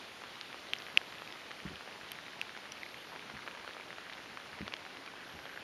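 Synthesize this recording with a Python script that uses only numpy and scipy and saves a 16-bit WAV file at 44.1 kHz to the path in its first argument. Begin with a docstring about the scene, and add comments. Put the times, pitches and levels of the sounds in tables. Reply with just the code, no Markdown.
"""Steady rain on a lake, heard in mono from the microphone of a hand-held camera.
From the start, countless far drops merge into a soft wash, and nearer ones patter and plink.
In the first three seconds a few drops strike the camera itself with a sharp tick. Its lens motor whines
very faintly now and then, and its body thumps softly as it is turned in the hand.
In the second half, a soft trickle of water close by grows louder."""
import sys
import numpy as np
from scipy import signal
from scipy.fft import rfft, irfft, next_fast_len
from scipy.io import wavfile
from scipy.ndimage import uniform_filter1d

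SR = 44100
rng = np.random.default_rng(int(sys.argv[2]) if len(sys.argv) > 2 else 0)


def master_out(mix):
    """Clip the mix to full scale and print it as 16-bit PCM to the path in sys.argv[1]."""
    frames = np.transpose(np.atleast_2d(mix))
    ceiling = np.clip(frames, -1, 1)
    pcm = np.round(ceiling * 32767).astype(np.int16)
    wavfile.write(sys.argv[1], SR, pcm)


N = 248283


def amp(db):
    """Decibels to gain."""
    return 10 ** (np.asarray(db) / 20)


def unit(x):
    """Scale to rms 1."""
    return x / np.sqrt(np.mean(x ** 2) + 1e-20)


def along(points, hz):
    """Read (Hz, value) points on a log axis."""
    f, v = np.transpose(points)
    return np.interp(np.log(hz + 1), np.log(f + 1), v)


def filtered(x, response):
    """Multiply the spectrum of x by response(hz)."""
    m = next_fast_len(N + SR // 2)
    return irfft(rfft(x, m) * response(np.fft.rfftfreq(m, 1 / SR)), m)[:N]


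def cut(x, kind, hz, order):
    """A causal "low" or "high" pass."""
    return signal.sosfilt(signal.butter(order, hz, kind, fs=SR, output="sos"), x)


def place(times, sounds):
    """Sum short sounds, one a row, at their start times."""
    index = np.round(np.abs(times) * SR).astype(int).reshape(-1, 1) + np.arange(sounds.shape[1])
    return np.bincount(index.ravel(), sounds.ravel(), N)[:N]


def swell(t, rise):
    """An envelope that reaches 1 at the rise time and then dies away."""
    return t / rise * np.exp(1 - t / rise)


def patchy_noise(patchy_db):
    """White noise whose strength drifts in patches of time and frequency."""
    spectrum = signal.stft(rng.standard_normal(N), nperseg=512)[2]
    patches = uniform_filter1d(rng.standard_normal(spectrum.shape), size=8, axis=0)
    patches = uniform_filter1d(patches, size=12, axis=1)
    return signal.istft(spectrum * amp(patchy_db * unit(patches)), nperseg=512)[1][:N]


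def splats(db, hz, cycles, splash_db, splash_s):
    """One row a drop: a pat that peaks after `cycles`, and a short noisy splash around the same pitch."""
    t = np.arange(SR // 60) / SR
    pat = swell(t, cycles / hz) * np.sin(2 * np.pi * hz * t)
    ratio = np.fft.rfftfreq(len(t), 1 / SR) / hz
    splash = irfft(rfft(rng.standard_normal(pat.shape)) * ratio / (1 + ratio ** 3), len(t))
    splash /= splash.std(axis=1, keepdims=True)
    return amp(db) * (pat + amp(splash_db) * splash * swell(t, splash_s))


def far_rain(hiss_hz, dulling_db_per_s):
    """Far off, drops all over the lake merge into a wash; its hiss slowly dulls as the camera turns."""
    # spectrum of the wash (frequency [Hz], relative density [dB])
    spectrum = [(20, -4), (60, -10.5), (130, -4), (280, 0), (600, -1), (1600, -2.5), (3000, -3.5),
                (4500, -8), (6500, -16.5), (8000, -21), (10000, -21), (12500, -27), (14400, -35.5),
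                (15200, -20)]
    noise = patchy_noise(patchy_db=0.95)
    wash = amp(-0.73) * unit(filtered(noise, lambda hz: amp(along(spectrum, hz))))
    hiss = filtered(wash, lambda hz: hz ** 4 / (hz ** 4 + hiss_hz ** 4))
    from_middle_s = (np.arange(N) - N / 2) / SR
    return wash + hiss * (amp(-dulling_db_per_s * from_middle_s) - 1)


def patter(per_second, pitch_hz, pitch_spread, size_db):
    """Drops at middle distance, in flurries; bigger ones are rarer, higher ones ring for more cycles."""
    # strength of the flurries (time [s], relative level [dB])
    flurries = [(0, -9.5), (1.6, -4.5), (3.05, -7), (3.6, -4.5), (3.95, -10), (4.17, -2), (4.45, -8),
                (5.63, -6.5)]
    count = 2500
    gap, size, bubble = rng.random((count, 3)).T[:, :, None]
    times = np.cumsum(-np.log(1 - gap)) / per_second
    db = size_db * np.minimum(-np.log(1 - size), 3)
    hz = np.clip(pitch_hz * np.exp(pitch_spread * rng.standard_normal((count, 1))), 700, 5000)
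    cycles = (0.2 + 0.87 * bubble ** 2) * np.sqrt(hz / pitch_hz)
    drops = place(times, splats(db, hz, cycles, splash_db=-11.0, splash_s=0.00085))
    flurry_db = np.interp(np.arange(N) / SR, *np.transpose(flurries))
    return amp(flurry_db) * unit(cut(drops, "low", hz=5400, order=4))


def trickle(per_second, pitch_hz, pitch_spread, cycles, rise_per_s):
    """Water trickles nearby: small bubbles of much the same size ring, each rising a little in pitch."""
    # strength of the trickle (time [s], level [dB])
    flow = [(0, -76), (3.1, -71), (3.4, -63), (3.7, -69), (4.2, -65), (4.9, -69), (5.2, -55.5), (5.4, -64),
            (5.6, -57)]
    count = 700
    when, size, pitch = rng.random((count, 3)).T[:, :, None]
    times = (np.arange(count)[:, None] + 2 * when) / per_second
    t = np.arange(SR // 25) / SR
    hz = pitch_hz * np.exp(pitch_spread * (2 * pitch - 1))
    phase = 2 * np.pi * hz * t * (1 + rise_per_s * t / 2)
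    bubbles = amp(-10 * size) * swell(t, cycles / hz) * np.sin(phase)
    level_db = np.interp(np.arange(N) / SR, *np.transpose(flow))
    return amp(level_db) * unit(place(times, bubbles))


def near_drops(plop_hz):
    """Close by, single drops pat and push the water aside with a plop; some trap a bubble and plink."""
    # drops on the water (time [s], level [dB], pitch [Hz], splash [dB re pat], plop [dB re pat])
    landings = [(0.2193, -34, 1400, -11, -6), (0.2376, -29.5, 1500, -10.5, -6),
                (0.3554, -33, 2800, -9.5, -26), (.4121, -21.5, 3700, -24, -30),
                (.5287, -27.5, 2300, -16, -22), (0.5443, -33.5, 1300, -11, -6),
                (.7641, -30, 2600, -21, -28), (.8014, -34, 2100, -8, -2), (.821, -30.5, 3400, -13, -16),
                (.8665, -29, 2200, -17, -24), (0.8845, -31.5, 1750, -13, -18),
                (1.0148, -33, 1400, -12, -15), (1.1251, -29, 1800, -22, -24), (1.1528, -34, 2050, -12, -28),
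                (1.2202, -29, 1400, -10, -7.5), (1.3239, -34, 3120, -7, -15),
                (1.5084, -31.5, 1200, -10, -19), (1.5147, -28.5, 2160, -12, -26),
                (1.6025, -34.5, 2300, -8, -26), (1.8085, -35, 1200, -14, -6), (1.8761, -30, 1150, -18, -10),
                (2.1324, -33, 1900, -13, -28), (2.2818, -32, 1750, -7, -13), (2.494, -36, 1920, -6, -22),
                (2.5661, -29, 1550, -14, -14), (2.5741, -35, 2300, -3, -22), (2.6553, -36, 1600, -11, -14),
                (3.1526, -34, 1600, -10, -14), (3.1609, -30.5, 1300, -11, -9), (3.194, -34, 2390, -10, -24),
                (3.299, -32, 1150, -8, -13), (3.4663, -33, 1600, -13, -18), (3.4767, -24.5, 1900, -15, -10),
                (3.4824, -28.5, 1250, -12, -12), (3.5118, -33.5, 2300, -16, -24),
                (3.5499, -33, 1500, -15, -16), (3.6467, -34.5, 1150, -11, -7),
                (3.677, -26, 1400, -12.5, -16), (3.6926, -30, 1300, -14, -15), (3.7674, -32, 1200, -10, -9),
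                (3.7986, -32, 1500, -12, -14), (3.9284, -32.5, 1650, -10, -7),
                (3.9836, -29, 1800, -11.5, -13), (4.1707, -35, 1600, -14, -16), (4.18, -33, 1950, -15, -20),
                (4.373, -26.5, 1810, -16, -14), (4.4002, -33.5, 1600, -13, -16),
                (4.5884, -33, 1800, -13, -11), (4.5953, -31, 2050, -13, -17), (4.6157, -29, 1850, -14, -12),
                (4.6791, -22, 2240, -12, -11), (4.7381, -18, 2630, -13.5, -17.5),
                (4.7662, -36, 3100, -6, -18), (4.851, -36, 1950, -5, -11), (4.864, -33, 1300, -14, -12),
                (4.9709, -31.5, 1670, -12, -26), (5.0616, -34.5, 2150, -5, -20),
                (5.39, -36, 1900, -12, -12), (5.4552, -27.5, 1450, -15, -15), (5.464, -35, 1700, -14, -12),
                (5.5603, -35, 1600, -11, -11)]
    # trapped bubbles (time [s], level [dB], pitch [Hz], rise [cycles])
    bubbles = [(.6872, -38, 3700, 1.2), (0.756, -37, 4100, 1.1), (0.7861, -30.5, 5500, 1.2),
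               (1.2754, -34.5, 2480, 1.4), (1.6653, -39, 1900, 1.1), (1.6803, -36, 1800, 0.92),
               (1.7571, -33.5, 3020, 1.1), (1.7665, -38, 1850, 1), (2.1876, -34.5, 1800, 1),
               (2.3328, -39, 1750, 1.1), (2.5502, -38, 1640, 1.4), (2.8323, -30.5, 2060, 1.5),
               (2.863, -36, 2200, 1.1), (2.9434, -36, 2050, 1), (3.3675, -36.5, 1830, 1.2),
               (3.3916, -36, 1390, 0.65), (3.421, -43, 2130, 3.3), (3.7086, -38, 1740, 1.2),
               (3.735, -39.5, 3200, 1.1), (3.8095, -37, 2270, 1.5), (3.9054, -36, 2000, 1),
               (4.0978, -37, 1950, 1.2), (4.1252, -38, 1750, 1), (4.1343, -37, 3800, 1.3),
               (4.515, -42, 4700, 2), (4.5301, -37.5, 1690, 1.1), (4.6673, -37, 2050, 1.2),
               (4.7229, -35, 2600, 1.2), (5.0765, -40, 2380, 2.4), (5.137, -38.5, 940, 0.73),
               (5.493, -37, 1640, 1), (5.529, -43, 1650, 1.5), (5.539, -46, 1660, 3.7),
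               (5.575, -32, 1630, 1)]
    t = np.arange(SR // 60) / SR
    times, db, hz, splash_db, plop_db = np.transpose(landings)[:, :, None]
    rise_s = 0.00017 * 2 ** ((-32 - db) / 12.5)  # a drop 12.5 dB harder peaks in half the time
    plop = amp(db + plop_db) * swell(t, rise=0.00027) * np.sin(2 * np.pi * plop_hz * t)
    pats = place(times, splats(db, hz, hz * rise_s, splash_db, splash_s=0.00072) + plop)
    times, db, hz, cycles = np.transpose(bubbles)[:, :, None]
    plinks = place(times, splats(db, hz, cycles, splash_db=-6.0, splash_s=0.00021))
    drops = cut(pats + plinks, "high", hz=414, order=2)
    return cut(drops, "low", hz=5400, order=4)


def camera_drops(ping_hz, crack_hz):
    """Right at the microphone, a drop cracks on the casing, rings it briefly and throws a fine spray."""
    # direct hits (time [s], ring [dB], ring pitch [Hz], ring length [factor], ping [dB],
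    # spray [dB], spray pitch [Hz], spray rise [cycles], crack [dB])
    strikes = [(0.7345, -14.5, 2800, 0.75, -32, -47, 11700, 2.5, -32.5),
               (0.9737, -5.5, 2700, 1.53, -30, -32.5, 9600, 2.7, -52),
               (2.118, -27.5, 3050, 0.53, -42, -30.5, 11450, 2.5, -32),
               (2.4143, -20, 2640, 1.47, -46, -39, 5780, 2.3, -30),
               (2.7204, -35, 2970, 1.4, -52, -34, 5800, 3.7, -39)]
    # modes of the casing (pitch [multiple of ring pitch], level [dB re ring], base rise time [s])
    casing = [(1, 0.5, 0.00027), (.6, -50, 0.00011), (1.85, -19, 0.00026)]
    columns = np.transpose(strikes)[:, :, None]
    times, db, hz, length, ping_db, spray_db, spray_hz, spray_cycles, crack_db = columns
    t = np.arange(SR // 60) / SR
    ring = sum(amp(db + level) * swell(t, rise * length) * np.sin(2 * np.pi * multiple * hz * t)
               for multiple, level, rise in casing)
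    # the longest mode pings at one pitch wherever the drop lands
    ping = amp(ping_db) * swell(t, rise=0.0012) * np.sin(2 * np.pi * ping_hz * t)
    spray = splats(spray_db, spray_hz, spray_cycles, splash_db=-6.5, splash_s=0.00039)
    crack = splats(crack_db, np.full(times.shape, crack_hz),
                   cycles=0.47, splash_db=-12.0, splash_s=0.00024)
    hits = cut(place(times, ring + ping + spray + crack), "low", hz=12300, order=4)
    return cut(hits, "high", hz=970, order=4)  # so small a shell radiates little bass


def lens_motor(step_hz, depth, rough, upper_hz):
    """Inside the camera, two thin, rough whines pulse at the stepping rate of the motor."""
    # runs of the motor (start [s], end [s], lower pitch [Hz], lower whine [dB], upper whine [dB])
    runs = [(.75, .9, 11080, -76, -74), (.92, 1.29, 11600, -77, -89), (2.76, 3.15, 11550, -74, -84),
            (5.265, 5.61, 11600, -74, -85)]
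    t = np.arange(N) / SR
    jitter = unit(cut(rng.standard_normal(N), "low", hz=350, order=2))
    pulsing = unit(1 + depth * np.cos(2 * np.pi * step_hz * t) + rough * jitter)
    gate = lambda start, end: np.clip(np.minimum(t - start, end - t) / .01, 0, 1)
    whine = lambda hz, db: amp(db) * unit(np.sin(2 * np.pi * hz * t))
    return pulsing * sum(gate(start, end) * (whine(hz, db) + whine(upper_hz, upper_db))
                         for start, end, hz, db, upper_db in runs)


def handling(contact_cycles):
    """Each shift of the grip thumps the camera; a softer touch builds slower and mutes upper modes."""
    # knocks of the hand (time [s], level [dB], muffled above [Hz], grip firmness [pitch factor])
    knocks = [(1.6525, -35, 370, 1.04), (1.671, -44, 260, 0.95), (1.706, -41, 340, 1.35),
              (1.724, -41.5, 210, 1), (3.338, -42, 210, 0.89), (4.525, -48, 170, 1.03),
              (4.6075, -39, 900, 1.14), (4.623, -38, 280, 1.27), (5.337, -39, 180, 1.05),
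              (5.361, -46, 160, 0.93)]
    # modes of the held body (base pitch [Hz], relative level [dB], time to fall 60 dB [s])
    body = [(79.4, -8.5, 0.18), (150, 3, 0.054), (206, 0.5, 0.084), (281, 5, 0.038)]
    times, db, muffle_hz, grip = np.transpose(knocks)[:, :, None]
    t = np.arange(SR // 6) / SR
    thump = 0
    for hz, level, t60 in body:
        pitch = hz * grip * np.exp(0.073 * rng.standard_normal(times.shape))  # the grip detunes the body
        contact = 1 / np.sqrt(1 + (pitch / muffle_hz) ** 6)
        thump = thump + contact * amp(db + level - 60 * t / t60) * np.sin(2 * np.pi * pitch * t)
    build_up = 1 - np.exp(-t * muffle_hz / contact_cycles)
    return place(times, thump * build_up)


def scene():
    """The camera at the microphone, the trickle nearby and the rain across the lake, in one channel."""
    camera = camera_drops(ping_hz=3120, crack_hz=10100) + handling(contact_cycles=0.87)
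    camera += lens_motor(step_hz=170, depth=0.8, rough=1.0, upper_hz=12700)
    bubbles = trickle(per_second=70, pitch_hz=1529, pitch_spread=.11, cycles=5.4, rise_per_s=2.1)
    middle = patter(per_second=300, pitch_hz=1910, pitch_spread=0.36, size_db=3.5)
    far = far_rain(hiss_hz=2400, dulling_db_per_s=0.41)
    near = near_drops(plop_hz=674)
    return (amp(-50) * (far + middle) + near + bubbles + camera)[None]


def record(dry):
    """The recorder cuts the deep bass, has a narrow notch in the treble and a band limit."""
    notch_hz, width_hz, top_hz = 7950, 650, 15200
    sound = cut(dry[0], "high", hz=54.3, order=3)
    notch = lambda hz: (notch_hz ** 2 - hz ** 2) / (notch_hz ** 2 - hz ** 2 + 2j * hz * width_hz)
    band_limit = lambda hz: np.clip((top_hz - hz) / 1200, 0, 1)
    return filtered(sound, lambda hz: notch(hz) * band_limit(hz))[None]


dry = scene()
out = record(dry)
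master_out(out)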